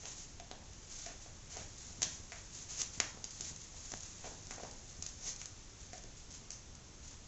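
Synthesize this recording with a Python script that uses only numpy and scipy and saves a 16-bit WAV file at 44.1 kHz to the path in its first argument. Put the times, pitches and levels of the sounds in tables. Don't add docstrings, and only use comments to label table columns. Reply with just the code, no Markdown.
import sys
import numpy as np
from scipy import signal
from scipy.fft import rfft, irfft, next_fast_len
from scipy.io import wavfile
from scipy.ndimage import uniform_filter1d

SR = 44100
rng = np.random.default_rng(int(sys.argv[2]) if len(sys.argv) > 2 else 0)


def to_wav(sig):
    pcm = np.clip(np.atleast_2d(sig), -1, 1) * 32767
    pcm = np.round(pcm).astype(np.int16)
    wavfile.write(sys.argv[1], SR, pcm.T)


N = 320915
TIME = np.arange(N) / SR


# start in
# seconds, tick in dB, clack in dB, clack pitch in Hz, knock in dB, room send in dB, ring in dB.
FLOOR_HITS = [(0.0548, -35.5, -46, 3100, -60, -2, -68), (0.399, -39, -49, 2920, -58, -2, -45),
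              (0.5133, -42, -43, 3600, -44, -2.5, -51), (1.063, -36, -45.5, 1830, -51, -1.5, -42.5),
              (1.5691, -32.5, -49.5, 1550, -47, -2.5, -51), (2.0191, -21.5, -38.5, 2090, -45.5, -4, -57),
              (2.0277, -21, -38, 3560, -51, -6, -65), (2.0305, -21.5, -33, 3500, -49, -2.5, -63),
              (2.32, -47, -41.5, 2020, -56, 1, -49), (2.8161, -21, -38.5, 2950, -53, -7, -61.5),
              (3.0011, -16, -27, 2190, -35.5, -4.5, -63), (3.9182, -30, -50, 1650, -48, -2, -62),
              (3.938, -41, -39, 1560, -40, -15, -53), (4.509, -34.5, -43, 1840, -45, 0, -51),
              (5.415, -33.5, -44, 2230, -70, -3, -69), (5.932, -39, -49, 1770, -50, -0.5, -45)]

def hollow_rings(pitch_hz=693, pitch_spread=0.034, attack_s=0.00072, t60_s=0.05):
    direct, send = np.zeros(N), np.zeros(N)
    age = np.arange(16384) / SR
    envelope = (1 - np.exp(-age / attack_s)) * from_db(-60 * age / t60_s)
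    for start, *_, send_db, ring_db in FLOOR_HITS:
        hz = pitch_hz * (1 + pitch_spread * rng.standard_normal())
        ring = from_db(ring_db) * envelope * np.sin(2 * np.pi * hz * age)
        add(direct, start, ring)
        add(send, start, ring * from_db(send_db))
    return direct, send


# start in seconds, tick in dB.
CLAW_TICKS = [(0.7322, -43.5), (3.2419, -26.5), (3.2508, -34.5), (3.3072, -38), (3.4079, -26.5),
              (3.5617, -37.5), (3.9726, -38), (4.0057, -37), (4.0327, -37), (4.4692, -37.5), (4.633, -43),
              (4.711, -37), (5.024, -28.5), (5.0633, -28), (5.3615, -36.5), (5.4566, -31.5), (5.979, -40.5),
              (6.0372, -41), (6.5051, -30), (6.5174, -36.5), (6.7516, -42.5)]

def claw_hits(clack_db=-23, clack_hz=2710, knock_db=-30, send_db=-2.5):
    count = 6
    patter_s = 6.3 + 0.05 * (np.arange(count) + rng.random(count)) / count
    patter_db = rng.normal(-41.5, 0.3, count)
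    ticks = list(CLAW_TICKS) + list(zip(patter_s, patter_db))
    return [(start, db, db + clack_db, clack_hz, db + knock_db, send_db) for start, db in ticks]


# frequency in Hz, level in dB.
TICK_EQ = [(2500, -25.5), (3800, -16.5), (5200, -7.5), (6500, 0.5), (7300, -7), (8000, -11.5)]
KNOCK_EQ = [(100, -18), (250, -1.5), (480, -5.5), (620, 0), (720, -3), (850, -5.5), (1050, -16),
            (1600, -23)]
# multiple of the clack pitch, level in dB.
CLACK_EQ = [(.3, -11), (.55, -8), (.8, -4.5), (1, -0.5), (1.2, -2.5), (1.5, -8.5), (2.1, -11.5)]

def hard_taps(hits, tick_gain_db, clack_gain_db, knock_gain_db, length_ms, rebound_ms, rebound_db):
    direct, send = np.zeros(N), np.zeros(N)
    for start, tick_db, clack_db, clack_hz, knock_db, send_db in hits:
        tick = from_db(tick_db + tick_gain_db) * eq_gains(TICK_EQ)
        clack = from_db(clack_db + clack_gain_db) * eq_gains(np.array(CLACK_EQ) * [clack_hz, 1])
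        knock = from_db(knock_db + knock_gain_db) * eq_gains(KNOCK_EQ)
        strike = impact(np.sqrt(tick ** 2 + clack ** 2 + knock ** 2), length_ms)
        rebound = from_db(rebound_db) * impact(tick, length_ms)
        rebound_start = start + rebound_ms * rng.uniform(.8, 1.2) / 1000
        for at, hit in (start, strike), (rebound_start, rebound):
            add(direct, at, hit)
            add(send, at, hit * from_db(send_db))
    return direct, send


# start in seconds, level
# in dB, resonance in Hz.
PAW_LANDINGS = [(0.032, -52, 616), (0.624, -54, 794), (1.26, -49, 660), (1.566, -46.5, 700),
                (1.617, -54, 603), (3.172, -46, 640), (3.742, -51.5, 785), (4.241, -41, 720),
                (4.255, -44, 660), (4.273, -43, 570), (4.315, -49, 684), (4.58, -41.5, 670),
                (4.599, -43.5, 770), (4.632, -37.5, 576), (4.647, -43, 790), (6.04, -52, 560)]
# multiple of the resonance, level in dB.
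PAD_EQ = [(.18, -16), (.45, -10), (.68, -5), (.82, -0.5), (1, -1), (1.2, -4.5), (1.5, -13.5), (3, -20),
          (5.5, -29), (11, -46.5)]

def paw_pats(gain_db, length_ms):
    track = np.zeros(N)
    for start, level_db, hz in PAW_LANDINGS:
        tone = eq_gains(np.array(PAD_EQ) * [hz, 1])
        add(track, start, from_db(level_db + gain_db) * impact(tone, length_ms))
    return track


# start in seconds, level in dB.
BOUNDS = [(1.608, -47), (1.903, -46.5), (1.985, -44.5), (2.064, -47), (2.197, -47.5), (2.558, -50),
          (2.972, -44.5), (3.141, -48), (3.397, -46), (3.506, -44.5), (3.928, -44.5), (4.344, -50),
          (4.474, -50), (4.624, -47.5), (4.986, -45.5), (6.04, -51.5), (6.411, -53), (6.744, -50.5)]
# frequency in Hz, level in dB.
THUD_EQ = [(40, -12), (90, -1.5), (160, -2), (260, -10.5), (450, -20.5), (1200, -31.5), (3000, -75)]

def body_thuds(gain_db, length_ms):
    track = np.zeros(N)
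    for start, level_db in BOUNDS:
        add(track, start, from_db(level_db + gain_db) * impact(eq_gains(THUD_EQ), length_ms))
    return track


# moment of the hardest push in seconds, hiss in dB,
# scrape in dB, rise in seconds, fall in seconds.
PAW_SLIDES = [(0.06, -56, -52.5, 0.038, 0.033), (1.075, -61, -53.5, 0.0063, 0.068),
              (1.59, -62, -51.5, 0.059, 0.043), (2.033, -37.5, -59, 0.0053, 0.023),
              (2.705, -53.5, -59, 0.0093, 0.039), (2.813, -36.5, -51, 0.03, 0.015),
              (4.254, -55.5, -50.5, 0.02, 0.035), (4.63, -59, -60.5, 0.057, 0.053),
              (5.288, -39.5, -51.5, 0.045, 0.035), (6.525, -52, -67, 0.0088, 0.052)]
# frequency in Hz, level in dB.
SKID_HISS_EQ = [(200, -28.5), (1200, -25), (2200, -22), (3200, -20), (5000, -10), (6400, 1), (7200, -9.5),
                (8000, -15.5)]
SKID_SCRAPE_EQ = [(120, -3.5), (400, -1), (750, 0.5), (1200, -8.5), (2000, -3.5), (2900, -5), (4500, -12),
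                  (8000, -21)]

def paw_skids(hiss_gain_db, scrape_gain_db):
    hiss_level, scrape_level = np.zeros(N), np.zeros(N)
    for peak_s, hiss_db, scrape_db, rise_s, fall_s in PAW_SLIDES:
        from_peak = np.maximum((peak_s - TIME) / rise_s, (TIME - peak_s) / fall_s)
        push = np.exp(-np.minimum(from_peak, 10) ** np.sqrt(2))
        hiss_level += push * from_db(hiss_db + hiss_gain_db)
        scrape_level += push * from_db(scrape_db + scrape_gain_db)
    hiss = hiss_level * friction(SKID_HISS_EQ, catches_per_s=8000, spread_db=1.0)
    scrape = scrape_level * friction(SKID_SCRAPE_EQ, catches_per_s=5000, spread_db=2.0)
    return hiss + scrape


# start in seconds, length in seconds, level in dB.
BRUSH_STROKES = [(0.048, 0.088, -50), (0.16, 0.064, -51), (0.891, 0.18, -50), (1.198, 0.04, -54.5),
                 (1.493, 0.12, -51), (1.763, 0.12, -55), (1.987, 0.18, -53), (2.31, 0.11, -57),
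                 (2.519, 0.11, -51), (2.681, 0.16, -47), (2.922, 0.042, -49.5), (3.293, 0.11, -53.5),
                 (3.402, 0.095, -47), (3.59, 0.045, -54), (3.745, 0.21, -53.5), (4.0, 0.062, -53),
                 (4.24, 0.07, -55), (4.49, 0.063, -52.5), (4.872, 0.057, -58), (5.01, 0.082, -54),
                 (5.2, 0.055, -53), (5.379, 0.031, -50.5), (5.785, 0.054, -56.5), (5.916, 0.06, -59),
                 (6.15, 0.053, -58), (6.327, 0.049, -55.5), (7.018, 0.11, -56)]
# time in seconds, level in dB.
COAT_LEVEL = [(0, -55.5), (0.55, -68), (0.87, -59), (1.4, -62), (1.7, -57.5), (3.2, -60.5), (4.1, -55.5),
              (4.7, -57.5), (5.5, -61), (6.8, -66.5), (7.25, -63.5)]
# frequency in Hz, level in dB.
FUR_EQ = [(200, -22.5), (700, -22.5), (1200, -19), (2200, -16.5), (3200, -14.5), (5000, -9.5), (6400, -1),
          (7200, -3), (8000, -14)]

def fur_rustle(gain_db, flutter_db, attack_s=0.02, release_s=0.035):
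    power = from_db(np.interp(TIME, *np.transpose(COAT_LEVEL))) ** 2
    for start, length_s, level_db in BRUSH_STROKES:
        attack = np.clip((TIME - start) / attack_s, 0, 1)
        release = np.exp(-np.clip((TIME - start - length_s) / release_s, 0, 20))
        power += (from_db(level_db) * attack * release) ** 2
    level = np.sqrt(power) * from_db(gain_db + flutter_db * drift(rate_hz=160))
    return level * friction(FUR_EQ, catches_per_s=9000, spread_db=2.5)


# frequency in Hz, seconds to fall by 60 dB.
ECHO_T60 = [(150, 0.3), (800, 0.6), (2100, 0.34), (6000, 0.43)]
# frequency in Hz, level in dB.
ECHO_EQ = [(200, -0.5), (400, -3), (700, -1.5), (1100, 0.5), (1800, -0.5), (2700, -2.5), (4000, -3.5),
           (6400, -7)]

def wall_echoes(send, build_s, size=32768):
    age, hz = np.arange(size) / SR, np.arange(size // 2 + 1) * SR / size
    white, tail = rfft(rng.standard_normal(size)), np.zeros(size)
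    build_up = 1 - np.exp(-(age / build_s) ** 2)
    edges_hz = np.geomspace(60, 10000, 9)
    for low, high in zip(edges_hz, edges_hz[1:]):
        decay = from_db(-60 * age / at_hz(ECHO_T60, np.sqrt(low * high)))
        tail += irfft(white * (hz >= low) * (hz < high)) * decay * build_up
    power = uniform_filter1d(abs(rfft(tail)) ** 2, size=90) + 1e-3
    tone = from_db(at_hz(ECHO_EQ, hz)) / np.sqrt(power)
    tail = irfft(rfft(tail) * minimum_phase(tone))
    return signal.fftconvolve(send, tail)[:N]


# frequency in Hz, level in dB.
BED_EQ = [(15, -7.5), (24, 5), (33, -3.5), (55, -4.5), (92, -4), (170, -12), (300, -17), (600, -23),
          (1000, -24.5), (1600, -27.5), (3000, -28), (4800, -27.5), (6400, -21), (7300, -28), (8000, -25.5)]

def rumble_and_hiss(level_db=-52.5, whine_hz=3516, whine_db=-78):
    whine = from_db(whine_db) * np.sin(2 * np.pi * whine_hz * TIME)
    return whine + from_db(level_db) * unit_rms(equalise(rng.standard_normal(N), BED_EQ))


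def impact(gain, length_ms, size=4096):
    age = np.arange(size) / (SR * length_ms / 1000)
    grit = rfft(rng.choice([-1, 1], size) * age * np.exp(-1.5 * age))
    grit /= minimum_phase(abs(grit) ** .7)
    grit /= np.sqrt(np.mean(abs(grit) ** 2))
    return irfft(grit * minimum_phase(gain)) * np.sqrt(SR / 1000)


def friction(eq, catches_per_s, spread_db):
    sizes = from_db(spread_db * np.minimum(rng.exponential(1, N), 4))
    signs = rng.choice([-1, 1], N)
    catches = rng.random(N) < catches_per_s / SR
    return unit_rms(equalise(sizes * signs * catches, eq))


def drift(rate_hz):
    return unit_rms(np.interp(TIME * rate_hz, np.arange(4096), rng.standard_normal(4096)))


def equalise(x, eq):
    size = 2 * next_fast_len(len(x) // 2 + 2048)
    return irfft(rfft(x, size) * minimum_phase(eq_gains(eq, size)))[:len(x)]


def eq_gains(eq, size=4096):
    return unit_rms(from_db(at_hz(eq, np.arange(size // 2 + 1) * SR / size)))


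def minimum_phase(gain):
    cepstrum = irfft(np.log(gain + 1e-12))
    half = len(cepstrum) // 2
    cepstrum[1:half] *= 2
    cepstrum[half + 1:] = 0
    return np.exp(rfft(cepstrum))


def at_hz(curve, hz):
    known_hz, values = np.transpose(curve)
    return np.interp(np.log(np.maximum(hz, 1)), np.log(known_hz), values)


def add(track, start_s, sound):
    start = round(start_s * SR)
    track[start:start + len(sound)] += sound[:N - start]


def from_db(db):
    return 10 ** (np.asarray(db) / 20)


def unit_rms(x):
    return x / np.sqrt(np.mean(x ** 2) + 1e-20)


def scene():
    hits = [hit[:-1] for hit in FLOOR_HITS] + claw_hits()
    taps, taps_send = hard_taps(hits, tick_gain_db=-2.5, clack_gain_db=5.5, knock_gain_db=4.5,
                                length_ms=0.79, rebound_ms=1.5, rebound_db=-3.5)
    rings, rings_send = hollow_rings()
    pats = paw_pats(gain_db=1.9, length_ms=3.2)
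    thuds = body_thuds(gain_db=7.0, length_ms=8.5)
    skids = paw_skids(hiss_gain_db=1.5, scrape_gain_db=-2.5)
    rustle = fur_rustle(gain_db=1.0, flutter_db=1.35)
    hits_send = taps_send + rings_send + from_db(-2.5) * pats
    room_send = from_db(3.0) * hits_send + from_db(-4.0) * (skids + rustle + thuds)
    echoes = wall_echoes(room_send, build_s=0.0029)
    mono = taps + rings + pats + thuds + skids + rustle + echoes + rumble_and_hiss()
    return np.array([mono, mono])


def record(dry):
    cutoff_hz = 7700
    return signal.sosfilt(signal.ellip(10, .3, 65, cutoff_hz, fs=SR, output="sos"), dry)


dry = scene()
out = record(dry)
to_wav(out)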